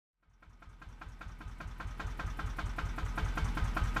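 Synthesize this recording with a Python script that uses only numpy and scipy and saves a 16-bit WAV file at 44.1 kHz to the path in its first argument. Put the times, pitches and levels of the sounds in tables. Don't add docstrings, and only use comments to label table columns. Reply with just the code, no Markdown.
import sys
import numpy as np
from scipy import signal
from scipy.io import wavfile

SR = 44100
rng = np.random.default_rng(int(sys.argv[2]) if len(sys.argv) > 2 else 0)


def inscribe(sig):
    pcm = np.round(np.clip(np.atleast_2d(sig).T, -1, 1) * 32767)
    wavfile.write(sys.argv[1], SR, pcm.astype(np.int16))


def gain_from_db(level_db):
    decades = np.asarray(level_db, float) / 20
    return 10 ** decades


N = 176400
RUN_IN = SR

FIRST_FIRING_S, CYCLE_S = -.3614, .19663

# time_s, level_db
SWELL = [(.13, -95), (.2, -76), (.33, -63), (.52, -55.5), (.9, -49), (1.3, -45.5), (1.7, -43), (2.1, -38.5),
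         (2.5, -37), (3.05, -36), (3.25, -33), (4, -31.5)]
# freq_hz, density_db_per_hz
RATTLE_SPECTRUM = [(120, -28), (200, 2.5), (454, -11.5), (1560, -8.5), (2660, -16.5), (5820, -31),
                   (7340, -28), (14200, -52)]
# freq_hz, width_hz, level_db
PANEL_MODES = [(138, 9.2, -28), (165, 6.7, -20), (438.4, 11.5, -31), (745, 31, -48), (903, 15, -32.5),
               (998, 10, -31.5), (1257, 11.6, -22.5), (1482, 20, -30.5), (1556, 88, -19.5), (2020, 15, -58),
               (2221, 23, -32.5), (2477, 17, -59), (3088, 110, -29.5), (3490, 100, -33.5),
               (12300, 3800, -46.5)]
# after_firing_s, level_db, ring_hz, width_hz
VALVE_SEATINGS = [
    (.068, -34, 6050, 250),
    (.074, -37, 6650, 250),
    (.104, -32, 5680, 110),
    (.108, -36, 6100, 250),
    (.108, -33, 3480, 250),
    (.08, -26, 1260, 40),
    (.006, -35, 4500, 150),
]
# after_firing_s, level_db, low_hz, high_hz, t60_s
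GAS_PUFFS = [(-.023, -26.5, 7200, 15000, .22), (-.004, -7.5, 500, 1650, .3),
             (-.001, -15.5, 2050, 2590, 0.2), (.001, -17.5, 2620, 3960, .26),
             (.002, -20.5, 4380, 7070, 0.16), (.002, -36.5, 7200, 14500, 0.16),
             (.043, -38.5, 4470, 9100, 0.18), (0.067, -27, 7260, 9330, .18), (0.067, -27, 5500, 6770, 0.2),
             (.069, -33.5, 10000, 15200, 0.21), (.078, -11.5, 800, 1640, .2),
             (.103, -35.5, 6500, 14600, .3), (0.101, -25, 5000, 6400, 0.18),
             (0.105, -16.5, 970, 1710, 0.18), (0.105, -25, 3130, 3600, 0.12)]
# after_firing_s, softness_hz
GAS_PULSES = [
    (-.0044, 900),
    (.0472, 40),
    (.104, 40),
    (.1741, 72),
]
# freq_hz, signed_height, t60_s
FRAME_MODES = [(149, -.39, .54), (199, -.27, .45), (311, .73, .123)]
# freq_hz, signed_height, t60_s
EXHAUST_MODES = [(39.7, -12.2, .107), (53.1, 18.2, .052), (87.6, 8.2, .294), (108.3, -5.8, .36),
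                 (119.6, 5.2, .44)]
# freq_hz, signed_height, t60_s
INTAKE_MODES = [(41.2, 3.1, .47), (72, -5.7, .069), (239.6, -6.8, .275)]
# freq_hz, signed_height, t60_s
AIRBOX_MODES = [(50.2, -.58, .9), (113.4, -2, .21)]
# time_s, level_db
COMBUSTION_KNOCKS = [(0.2283, -75.8), (0.4249, -60.4), (0.6216, -55.8), (0.8182, -51.7), (1.015, -48.4),
                     (1.2113, -47.4), (1.4074, -51.8), (1.6044, -45.9), (1.8013, -43.5), (1.9982, -40.3),
                     (2.1947, -40.0), (2.3909, -41.3), (2.5873, -38.5), (2.7839, -38.6), (2.9807, -40.5),
                     (3.1774, -36.0), (3.374, -35.4), (3.5706, -38.5), (3.7675, -36.0), (3.9644, -34.0)]
# delay_s, signed_strength
KNOCK_BLOWS = [
    (-.00136, 1),
    (.00092, -1.6),
    (.0076, -.29),
]
# freq_hz, signed_height, t60_s
BLOCK_MODES = [(514, -0.18, 0.2), (679, -0.44, 0.042), (812, -0.2, 0.2), (887, 0.35, 0.2),
               (1053, 0.51, 0.068), (1159, -0.11, 0.2), (1329, 1.8, 0.062), (1419, -1.01, 0.059),
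               (1549, -0.24, 0.172), (1597, 0.67, 0.06), (1892, -0.23, 0.071), (2206, -0.24, 0.156),
               (2335, -0.02, 0.2), (2476, 0.28, 0.047)]


def rms_one(x):
    return x / np.sqrt(np.mean(x ** 2) + 1e-20)


def clicks(times_s, gain):
    out = np.full(N + 2 * RUN_IN, 1e-18)
    at = np.round(np.asarray(times_s) * SR).astype(int) + RUN_IN
    np.add.at(out, at, gain)
    return out[:N + RUN_IN]


def varied(level_db, spread_db, shape):
    return gain_from_db(level_db + spread_db * rng.standard_normal(shape))


def ring(x, freq_hz, t60_s):
    r = gain_from_db(-60 / (t60_s * SR))
    w = 2 * np.pi * freq_hz / SR
    return signal.lfilter([0, np.sin(w)], [1, -2 * r * np.cos(w), r * r], x)


def soften(x, softness_hz):
    r = np.exp(-2 * np.pi * softness_hz / SR)
    return signal.lfilter([(1 - r) ** 2], [1, -2 * r, r * r], x)


def band(x, low_hz, high_hz):
    edges_hz = [low_hz, min(high_hz, .45 * SR)]
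    return signal.sosfilt(signal.butter(2, edges_hz, "band", fs=SR, output="sos"), x)


def decay(x, t60_s, rise_s):
    r = np.exp(-1 / (rise_s * SR))
    falling = signal.lfilter([1], [1, -gain_from_db(-60 / (t60_s * SR))], x)
    return signal.lfilter([1 - r], [1, -r], falling)


def swell_db(time_s):
    return np.interp(time_s, *np.transpose(SWELL))


def firings():
    return np.arange(FIRST_FIRING_S, N / SR + CYCLE_S, CYCLE_S)


def grains():
    size = N + RUN_IN
    return rng.standard_normal(size) * gain_from_db(2 * rng.exponential(1, size))


def rattle_ticks():
    shape, ticks_per_s = (2, N + RUN_IN), 3000
    hits = rng.random(shape) < ticks_per_s / SR
    strength = gain_from_db(3.7 * np.minimum(rng.exponential(1, shape), 4))
    ticks = hits * strength * rng.choice([-1, 1], shape)
    return ticks + 0.43 * rng.standard_normal(shape)


def rattle():
    ticks = rattle_ticks()
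    freq_hz, density_db = np.transpose(RATTLE_SPECTRUM)
    edges_hz = 180 * 2 ** np.arange(0, 6.6, .5)
    gears = 0
    for k, (low_hz, high_hz) in enumerate(zip(edges_hz, edges_hz[1:])):
        band_db = np.interp(np.log(low_hz * high_hz) / 2, np.log(freq_hz), density_db)
        gears = gears + gain_from_db(band_db) * band(ticks[k % 2], low_hz, high_hz)
    shake = decay(clicks(firings(), gain_from_db(9)), t60_s=0.2, rise_s=0.0042)
    shaken = ticks[0] * (1 + shake)
    out = gain_from_db(-16) * rms_one(gears)
    for panel_hz, width_hz, level_db in PANEL_MODES:
        out = out + gain_from_db(level_db) * rms_one(ring(shaken, panel_hz, 3.2 / width_hz))
    return out


def valves():
    out, times_s = 0, firings()
    chatter_s, gain_db = 0.012, 20
    for after_s, level_db, ring_hz, width_hz in VALVE_SEATINGS:
        seats = clicks(times_s + after_s, varied(level_db, 2.8, len(times_s)))
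        shape = decay(seats, 7 * chatter_s, rise_s=0.00095)
        chatter = shape * rng.standard_normal(len(shape))
        even_power = np.sqrt(width_hz / SR)
        out = out + ring(chatter, ring_hz, 2.2 / width_hz) * even_power * gain_from_db(gain_db)
    return out


def puffs():
    out, times_s = 0, firings()
    knock_share, spread_db = 0.66, 1.16
    knock_s, knock_db = np.transpose(COMBUSTION_KNOCKS)
    hardness_db = knock_db - swell_db(knock_s)
    hardness_db = np.interp(times_s, knock_s, hardness_db - hardness_db.mean())
    for after_s, level_db, low_hz, high_hz, t60_s in GAS_PUFFS:
        at_firing = abs(after_s) < .01
        puff_db = level_db + knock_share * hardness_db * at_firing
        starts = clicks(times_s + after_s, varied(puff_db, spread_db, len(times_s)))
        shape = decay(starts, t60_s, rise_s=0.0018)
        out = out + shape * rms_one(band(grains(), low_hz, high_hz))
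    return out


def gas():
    out, times_s = 0, firings()
    bodies = (FRAME_MODES, EXHAUST_MODES, INTAKE_MODES, AIRBOX_MODES)
    for (after_s, softness_hz), modes in zip(GAS_PULSES, bodies):
        pulses = clicks(times_s + after_s, varied(0, 0.12, len(times_s)))
        push = soften(pulses, softness_hz)
        for freq_hz, height, t60_s in modes:
            out = out + height * ring(push, freq_hz, t60_s)
    rumble_cut = signal.butter(2, 16, "high", fs=SR, output="sos")
    return gain_from_db(0.45) * signal.sosfiltfilt(rumble_cut, out)


def knock():
    knock_s, knock_db = np.transpose(COMBUSTION_KNOCKS)
    delay_s, strength = np.transpose(KNOCK_BLOWS)
    block_db, spread_db, longest_ring_s = 0.43, 1.2, 0.1
    times_s = (knock_s[:, None] + delay_s).ravel()
    relative_db = (knock_db - swell_db(knock_s))[:, None] + block_db
    out = 0
    for freq_hz, height, t60_s in BLOCK_MODES:
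        gain = strength * varied(relative_db, spread_db, (len(knock_s), len(delay_s)))
        blows = clicks(times_s, gain.ravel())
        out = out + height * ring(blows, freq_hz, min(t60_s, longest_ring_s))
    return out


def scene():
    start_s = .131
    engine = rattle() + valves() + puffs() + gas() + knock()
    time_s = np.arange(N) / SR
    return (engine[RUN_IN:] * gain_from_db(swell_db(time_s)) * (time_s > start_s))[None]


def band_limit(x):
    return signal.sosfilt(signal.butter(12, 15520, fs=SR, output="sos"), x)


def record(dry):
    low_pass = signal.ellip(12, .5, 70, 14250, fs=SR, output="sos")
    mix = signal.sosfilt(low_pass, dry)
    return band_limit(mix)


dry = scene()
out = record(dry)
inscribe(out)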